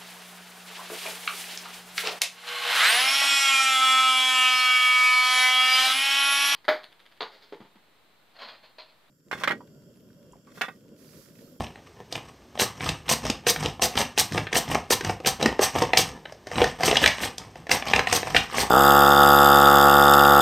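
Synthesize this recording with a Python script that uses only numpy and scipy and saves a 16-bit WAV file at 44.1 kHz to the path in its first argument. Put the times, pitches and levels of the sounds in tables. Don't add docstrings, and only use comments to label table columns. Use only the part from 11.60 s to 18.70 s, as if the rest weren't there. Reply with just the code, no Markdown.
import sys
import numpy as np
from scipy import signal
from scipy.fft import rfft, irfft, next_fast_len
from scipy.io import wavfile
from scipy.ndimage import uniform_filter1d

SR = 44100
rng = np.random.default_rng(int(sys.argv[2]) if len(sys.argv) > 2 else 0)


def to_linear_factor(level_db):
    exponent = np.asarray(level_db, float) / 20
    return 10 ** exponent


def transcribe(u):
    v = np.clip(np.atleast_2d(u).T, -1, 1)
    q = np.round(v * 32767).astype(np.int16)
    wavfile.write(sys.argv[1], SR, q)


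N = 313110

# start in seconds, time from start to fullest in seconds,
# length in seconds, tearing level in dB, frame shaking level in dB.
CUT_ROWS = [(0.989, 0.022, 0.07, -23.5, -29.5), (1.489, 0.034, 0.063, -19.5, -28),
            (1.866, 0.024, 0.06, -18.5, -30.5), (2.215, 0.023, 0.064, -20.5, -32.5),
            (2.367, 0.018, 0.072, -27.5, -27.5), (2.576, 0.021, 0.052, -17.5, -30),
            (2.945, 0.032, 0.06, -21.5, -30.5), (3.301, 0.027, 0.051, -18, -28.5),
            (3.657, 0.017, 0.055, -21, -29), (4.01, 0.028, 0.063, -21.5, -28.5),
            (4.373, 0.0091, 0.064, -22, -28.5), (5.242, 0.022, 0.059, -23.5, -25),
            (5.412, 0.021, .06, -31, -24.5), (5.462, 0.0042, 0.048, -44, -29.5),
            (5.61, 0.031, 0.066, -31.5, -35.5), (6.107, 0.015, 0.066, -26, -28.5),
            (6.522, 0.046, 0.065, -22.5, -27.5), (6.762, .006, 0.048, -37, -31.5),
            (6.968, 0.045, .08, -25, -28.5)]
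# time in seconds, clack peak in dB, clack centre in Hz,
# thud peak in dB against the clack, click peak in dB against the clack.
KNOCK_ROWS = [(0.0667, -34, 3120, -13, -20), (0.1565, -36, 1700, -7, -29), (0.5242, -25.5, 3570, -4, 2),
              (0.5531, -22, 2970, -3.5, -6.5), (0.9747, -29.5, 3060, 1.5, -16), (0.9961, -12, 2720, -7, -5),
              (1.2067, -20.5, 2160, -9, -17), (1.2895, -16, 2830, -12.5, -3),
              (1.4814, -25.5, 2940, -6, -20), (1.492, -14.5, 2840, -5, -8), (1.6511, -26, 2090, 3.5, -3),
              (1.699, -15, 2680, -1.5, -1), (1.8662, -13, 2230, -3, -9), (1.9599, -20, 1690, -5, -12),
              (2.0577, -15.5, 2910, -5.5, -6), (2.2189, -12.5, 2730, -8.5, -13),
              (2.3544, -22.5, 1860, -5, -4), (2.3735, -10.5, 3550, -9, -11), (2.4139, -13.5, 2710, -11, -7),
              (2.5765, -14, 2790, -1.5, -6), (2.7212, -22.5, 1830, -8, -4), (2.7771, -17, 1980, -1.5, -6.5),
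              (2.8689, -21.5, 1800, -10.5, -23), (2.9282, -15, 2050, -8, -6.5),
              (2.9542, -13.5, 1940, -18, -7), (3.0774, -30, 1880, -3, -21), (3.1462, -17, 2100, -1.5, -2),
              (3.3064, -12.5, 2590, 0, -5), (3.4082, -23, 1790, -4.5, -7), (3.4471, -20.5, 1890, -2.5, -3),
              (3.4945, -19, 1950, 3.5, -8), (3.6012, -39, 1900, 8.5, -4), (3.6471, -21, 2070, -5, -22),
              (3.6611, -16, 2000, -7, -10), (3.8117, -20, 1940, -2, -8), (3.8267, -14.5, 3600, -2.5, -1),
              (3.8581, -10.5, 1760, 1.5, -5), (3.9913, -19, 1990, 10, -12), (4.2213, -18.5, 1820, 4, 0),
              (4.3331, -7.5, 2000, -3, -16), (4.372, -4, 2960, -9.5, 3.5), (4.6543, -27, 1660, -7, -25),
              (4.7227, -40.5, 1660, 8, 3.5), (4.8698, -32, 1650, 2.5, -3), (4.9144, -26, 1870, 1.5, -14),
              (4.9564, -21.5, 2870, -4, -18), (4.9821, -15.5, 2730, -3, -16), (5.017, -9, 2700, 2.5, -14),
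              (5.0414, -13.5, 1680, -5.5, -5), (5.2061, -26.5, 1960, 7, -5), (5.233, -12, 1750, -3, -3),
              (5.2784, -15, 2160, -1, -10), (5.3123, -9.5, 3130, -2.5, -10), (5.3274, -19, 1870, 9.5, -8),
              (5.3564, -10, 1600, -14, -17), (5.3677, -6, 3030, -8.5, -6.5), (5.4395, -3, 1760, -24, -25),
              (5.46, 0, 2550, -19, -10), (5.4754, -6.5, 2500, -16.5, -3.5), (5.5824, -25.5, 2120, -3, -8),
              (5.6326, -16, 1680, -10.5, -16), (5.7813, -28.5, 3520, -7.5, 9.5),
              (5.9559, -37.5, 1950, 4, -7), (6.0681, -32, 1890, -0.5, -10), (6.0934, -20.5, 1780, -2, -9),
              (6.114, -6.5, 2040, -15, -1), (6.2223, -18, 1990, -6.5, -20), (6.2706, -25.5, 2220, 2, -5),
              (6.3345, -4, 2000, -6, -15), (6.3604, -11, 1960, -13, -6.5), (6.3924, -7, 1980, -6.5, -12),
              (6.4712, -13.5, 2110, -7, -11), (6.5271, -8.5, 2000, -6, 2.5), (6.6298, -19, 1780, -0.5, -23),
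              (6.6707, -26, 2160, 5.5, -8), (6.7466, -8, 1700, -6, -17), (6.7635, -2, 2400, -18.5, -12),
              (6.9825, -11, 2110, -6, -19)]
# start in seconds, length in seconds, counter rumble in dB,
# frame scrape in dB, wet hiss in dB.
STROKE_ROWS = [(-.08, 0.13, -32.5, -36.5, -40.5), (.14, 0.063, -56, -54, -68),
               (0.253, 0.034, -53, -76, -54.5), (0.339, 0.1, -59, -50.5, -70),
               (0.499, 0.098, -40.5, -45, -46), (0.61, 0.11, -53, -65, -55.5),
               (0.941, 0.042, -51, -46, -53), (0.956, 0.15, -40, -47, -40), (1.141, 0.065, -42, -47, -53),
               (1.188, 0.15, -35, -38.5, -36), (1.44, 0.16, -39.5, -47, -41), (1.606, .13, -35, -36, -37.5),
               (1.838, .1, -38, -43, -48), (1.966, .13, -32, -32.5, -36), (2.184, 0.12, -42.5, -34, -51),
               (2.31, .04, -51, -42.5, -49), (2.331, .13, -32, -41, -34.5), (2.548, 0.12, -40, -54, -40.5),
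               (2.691, 0.14, -30, -38.5, -39.5), (2.907, 0.13, -41, -37.5, -37),
               (3.067, 0.11, -28, -30.5, -34), (3.301, 0.08, -37.5, -51, -45),
               (3.425, 0.098, -28, -35, -38.5), (3.624, 0.14, -39, -45, -44), (3.784, .12, -31, -27.5, -38),
               (3.978, 0.12, -41, -39, -32.5), (4.125, 0.14, -29, -27, -34.5),
               (4.312, 0.18, -37.5, -41, -37.5), (4.492, .1, -45, -45.5, -57), (4.635, 0.11, -53, -55, -61),
               (4.856, .06, -56, -44.5, -50), (4.899, .21, -31.5, -30, -35),
               (5.162, 0.26, -36.5, -31.5, -33), (5.396, .14, -39.5, -47, -31.5),
               (5.554, .14, -39, -40.5, -37.5), (5.756, 0.11, -50, -51.5, -54),
               (5.842, 0.088, -52, -48.5, -58), (5.916, 0.13, -51, -56, -58.5), (6.086, 0.1, -38, -39, -34),
               (6.241, 0.099, -43, -33.5, -36), (6.316, 0.12, -33, -32.5, -36),
               (6.453, 0.16, -37.5, -44, -33), (6.623, 0.13, -40.5, -41, -37.5),
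               (6.72, 0.12, -34, -41, -33.5), (6.882, 0.2, -38, -35.5, -33.5)]
# frequency in Hz, width in Hz before added damping, level in dB.
FRAME_MODES = [(253, 25, -13), (416, 21, -11), (509, 72, 4), (778.4, 98, 7.5), (897, 40, 0.5),
               (1027, 114, 0.5), (1247, 38, -2), (1846, 116, -4.5), (2143, 280, -9), (2640, 106, -12),
               (2915, 330, -4.5), (3400, 220, -14.5), (4970, 280, 3), (5700, 1770, 4), (8140, 1100, -22),
               (11900, 410, -31.5)]
# frequency in Hz, width in Hz before added damping, level in dB.
COUNTER_MODES = [(56.7, 38, 1), (108, 6, 2), (152, 30, 3.5), (231.7, 28, 0)]
# frequency in Hz, relative level in dB per Hz.
TEAR_SPECTRUM = [(710, -12), (1200, -7.5), (1350, -13), (1850, -2.5), (2340, -6.5), (3030, -4.5),
                 (4820, -0.5), (5200, -5.5), (5920, 1.5), (7270, -6), (8270, -2.5), (11400, -9.5),
                 (13200, -13.5), (14800, -20), (15800, -17)]
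# frequency in Hz, relative level in dB per Hz.
HISS_SPECTRUM = [(710, -7), (1200, 3.5), (1440, -8.5), (1690, -3), (2640, -4), (4520, -12), (5730, -6),
                 (7190, -15), (8450, -11), (11400, -27.5), (12900, -23.5), (14700, -36.5), (15800, -47)]
# rumble in dB, scrape in dB, hiss in dB.
REST_LEVELS = [-64.5, -65, -70]
# time in seconds, frequency in Hz.
THUD_CENTRE = [(0, 760), (1.5, 710), (1.7, 440), (4.2, 460), (4.4, 610), (5.4, 645), (6.0, 760), (7.1, 720)]
# frequency in Hz, time to fall by 60 dB in seconds.
ROOM_DECAY = [(100, 0.43), (300, 0.19), (700, 0.29), (1840, 0.28), (4850, 0.23), (12800, 0.2)]
# frequency in Hz, relative level in dB per Hz.
AIR_SPECTRUM = [(15, -36), (25, 5.5), (307, -6.5), (361, -2), (812, -13), (1390, -19), (1640, -17),
                (1980, -20.5), (6140, -24.5), (13100, -38), (15800, -42)]
# frequency in Hz, gain in dB.
OVERALL_TONE = [(25, -26), (45, -10), (70, 1.5), (6300, 2), (7250, -2), (8300, 3), (11400, -7.5),
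                (13000, 9.5), (15500, -2), (15900, -6), (16300, -60)]
# frequency in Hz, gain in dB.
FLICKER_GAIN = [(40, -15), (100, -22), (3000, -23), (6000, -17), (9000, -8.5), (14000, -9)]


def cut(start, fullest, length, tear_db, shake_db):
    bite_db, exit_db, shake_sag_db = -8.5, -10, -0.5
    attack_s, release_s = 0.0034, 0.023
    t = np.arange(0, length, 1 / SR)
    bursts = patchy(len(t), 9000, 2.5, 160, 2.8) * lumps(len(t), 420, 1.73)
    tear = evened(coloured(bursts, TEAR_SPECTRUM))
    drag = crackle(len(t), 1200, 2.65) * lumps(len(t), 85, 6.0)
    frame = ring(FRAME_MODES[:11], damping=1.24, spread_db=3)
    shake = evened(np.convolve(drag, frame)[:len(t)])
    fade = np.clip(t / attack_s, 0, 1) * np.clip((length - t) / release_s, 0, 1)
    depth_db = np.interp(t, [0, fullest, length], [bite_db, 0, exit_db])
    tearing = to_linear_factor(tear_db + depth_db) * tear
    shaking = to_linear_factor(shake_db + shake_sag_db * t / length) * shake
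    return start, fade * (tearing + shaking)


def slide():
    rumble, scrape, hiss = stroke_levels()
    contact = lumps(N, 60, 3.15)
    jolts = signal.oaconvolve(crackle(N, 600, 1.5), ring(COUNTER_MODES, damping=1.27))[:N]
    spot = np.repeat(rng.integers(0, 6, N // 2600 + 1), 2600)[:N]
    slips = crackle(N, 700, 4.7) * contact
    rasp = np.zeros(N)
    for k in range(6):
        frame = evened(ring(FRAME_MODES[:11], damping=1.15, spread_db=3.5))
        rasp += signal.oaconvolve(slips * (spot == k), frame)[:N]
    rasp = coloured(rasp, [(300, 0.5), (1000, 0.0), (3000, -4.5)])
    wet = coloured(patchy(N, 5000, 1.4, 48, 3.0) * contact, HISS_SPECTRUM)
    return rumble * evened(jolts) + scrape * evened(rasp) + hiss * evened(wet)


def stroke_levels():
    fastest, swell = 0.47, 1.41
    settle_db_per_s = 218
    power = np.tile(to_linear_factor(REST_LEVELS)[:, None] ** 2, N)
    for start, length, *levels_db in STROKE_ROWS:
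        t = np.arange(max(-start, 0), length + 0.3, 1 / SR)
        phase = np.interp(t, [0, fastest * length, length], [0, 1, 1.7])
        speed = np.sin(np.pi / 2 * phase)
        shape = speed ** swell * to_linear_factor(-settle_db_per_s * np.maximum(t - length, 0))
        for layer, db in zip(power, levels_db):
            add(layer, max(start, 0), (to_linear_factor(db) * shape) ** 2)
    return np.sqrt(power)


def knock(s, peak_db, clack_hz, thud_db, click_db):
    thud_spread = 0.29
    u = np.arange(1500) / SR / 0.0028
    chatter = crackle(1500, 9000, 2.96) * u ** 0.91 * np.exp(-u * 1.7)
    sound = np.convolve(chatter, ring(FRAME_MODES, damping=1.11, spread_db=2.4))

    def near(hz, away_db):
        return coloured(sound, [(hz / 2.58, away_db), (hz, 0), (hz * 2.06, away_db)])

    thud_hz = np.interp(s, *np.transpose(THUD_CENTRE)) * 2 ** (thud_spread * rng.standard_normal())
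    thud = band(near(thud_hz, -10), 201, 1405)
    clack = band(near(clack_hz, -12.5), 1290, 4060)
    click = band(sound, 4470, 12500)
    blow = 0
    for part, db in ((thud, thud_db), (clack, 0), (click, click_db)):
        blow = blow + to_linear_factor(peak_db + db) * part / abs(part).max()
    return s, blow


def kitchen(x):
    taps = np.zeros((3, SR // 2))
    at = np.arange(130, SR // 2 - 20, 20) + rng.integers(0, 20, (3, (SR // 2 - 131) // 20))
    np.put_along_axis(taps, at, rng.choice([-1., 1.], at.shape), 1)
    hz, t, z = signal.stft(taps, SR, nperseg=256)
    room_hz, room_t60 = np.transpose(ROOM_DECAY)
    t60 = np.interp(np.log(hz + 1), np.log(room_hz), room_t60)
    tails = signal.istft(z * to_linear_factor(-60 * t / t60[:, None]), SR, nperseg=256)[1]
    cycles = 1.3 * np.arange(N) / SR + np.arange(3)[:, None] / 3
    turn = np.cos(2 * np.pi * cycles) * np.sqrt(2 / 3)
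    return signal.fftconvolve(x * turn, tails / np.linalg.norm(tails[0]), axes=1)[:, :N].sum(0)


def air():
    return to_linear_factor(-54.5) * evened(coloured(rng.standard_normal(N), AIR_SPECTRUM))


def ring(modes, damping=1, spread_db=0):
    hz, width, db = np.transpose(modes)[:, :, None]
    t = np.arange(3000) / SR
    weight = to_linear_factor(db + spread_db * rng.standard_normal(db.shape)) * width
    hz = hz * (1 + 0.0086 * spread_db * rng.standard_normal(db.shape))
    decay = np.exp(-np.pi * width * damping * t)
    return (weight * decay * np.sin(2 * np.pi * hz * t)).sum(0)


def patchy(size, per_s, spread_db, hz, depth_db):
    edges = [600, 1800, 3200, 5200, 7400, 11000, 16000]
    total = np.zeros(size)
    for low_hz, high_hz in zip(edges, edges[1:]):
        grains = crackle(size, per_s, spread_db) * lumps(size, hz, depth_db)
        total += band(grains, low_hz, high_hz)
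    return total


def crackle(size, per_s, spread_db):
    big = to_linear_factor(spread_db * np.minimum(rng.exponential(1, size), 4))
    return evened(big * rng.standard_normal(size) * (rng.random(size) < per_s / SR))


def lumps(size, hz, depth_db):
    steps = rng.standard_normal(size // 40 + 2)
    smooth = signal.lfilter(*signal.butter(1, hz * 80 / SR), steps)
    return evened(to_linear_factor(depth_db * np.repeat(evened(smooth), 40)[:size]))


def coloured(x, points):
    size = next_fast_len(len(x) + 512)
    hz, db = np.transpose(points)
    shape_db = np.interp(np.log(np.fft.rfftfreq(size, 1 / SR) + 1), np.log(hz + 1), db)
    return irfft(rfft(x, size) * to_linear_factor(shape_db), size)[:len(x)]


def band(x, low_hz, high_hz):
    return coloured(x, [(low_hz * 0.8, -40), (low_hz, 0), (high_hz, 0), (high_hz * 1.2, -40)])


def evened(x):
    return x / np.sqrt(np.mean(x ** 2) + 1e-20)


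def add(mix, s, sound):
    part = mix[round(s * SR):][:len(sound)]
    part += sound[:len(part)]


def scene():
    slicer = slide()
    for row in CUT_ROWS:
        add(slicer, *cut(*row))
    for row in KNOCK_ROWS:
        add(slicer, *knock(*row))
    return np.tile(slicer + to_linear_factor(-7) * kitchen(slicer) + air(), (2, 1))


def channel_flicker(heard):
    hz, t, z = signal.stft(heard, SR, nperseg=1024)
    chance = uniform_filter1d(rng.standard_normal(z.shape), 30, 0)
    chance = evened(uniform_filter1d(chance, 3, 1))
    treble_db = 10 * np.log10((abs(z[150:]) ** 2).sum(0) + 1e-12)
    on = chance + 0.09 * (treble_db + 36) + 1.6 * (hz[:, None] > 7600) > -0.3
    random_phase = np.exp(2j * np.pi * rng.random(z.shape))
    patches = signal.istft(z * on * random_phase, SR, nperseg=1024)[1][:N]
    return coloured(patches, FLICKER_GAIN)


def roll_off(x):
    return signal.sosfilt(signal.butter(12, 15950, fs=SR, output="sos"), x)


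def record(dry):
    heard = coloured(dry[0], OVERALL_TONE)
    flicker = channel_flicker(heard)
    mix = np.tanh(heard + np.array([flicker, -flicker]))
    return roll_off(mix)


dry = scene()
out = record(dry)
transcribe(out)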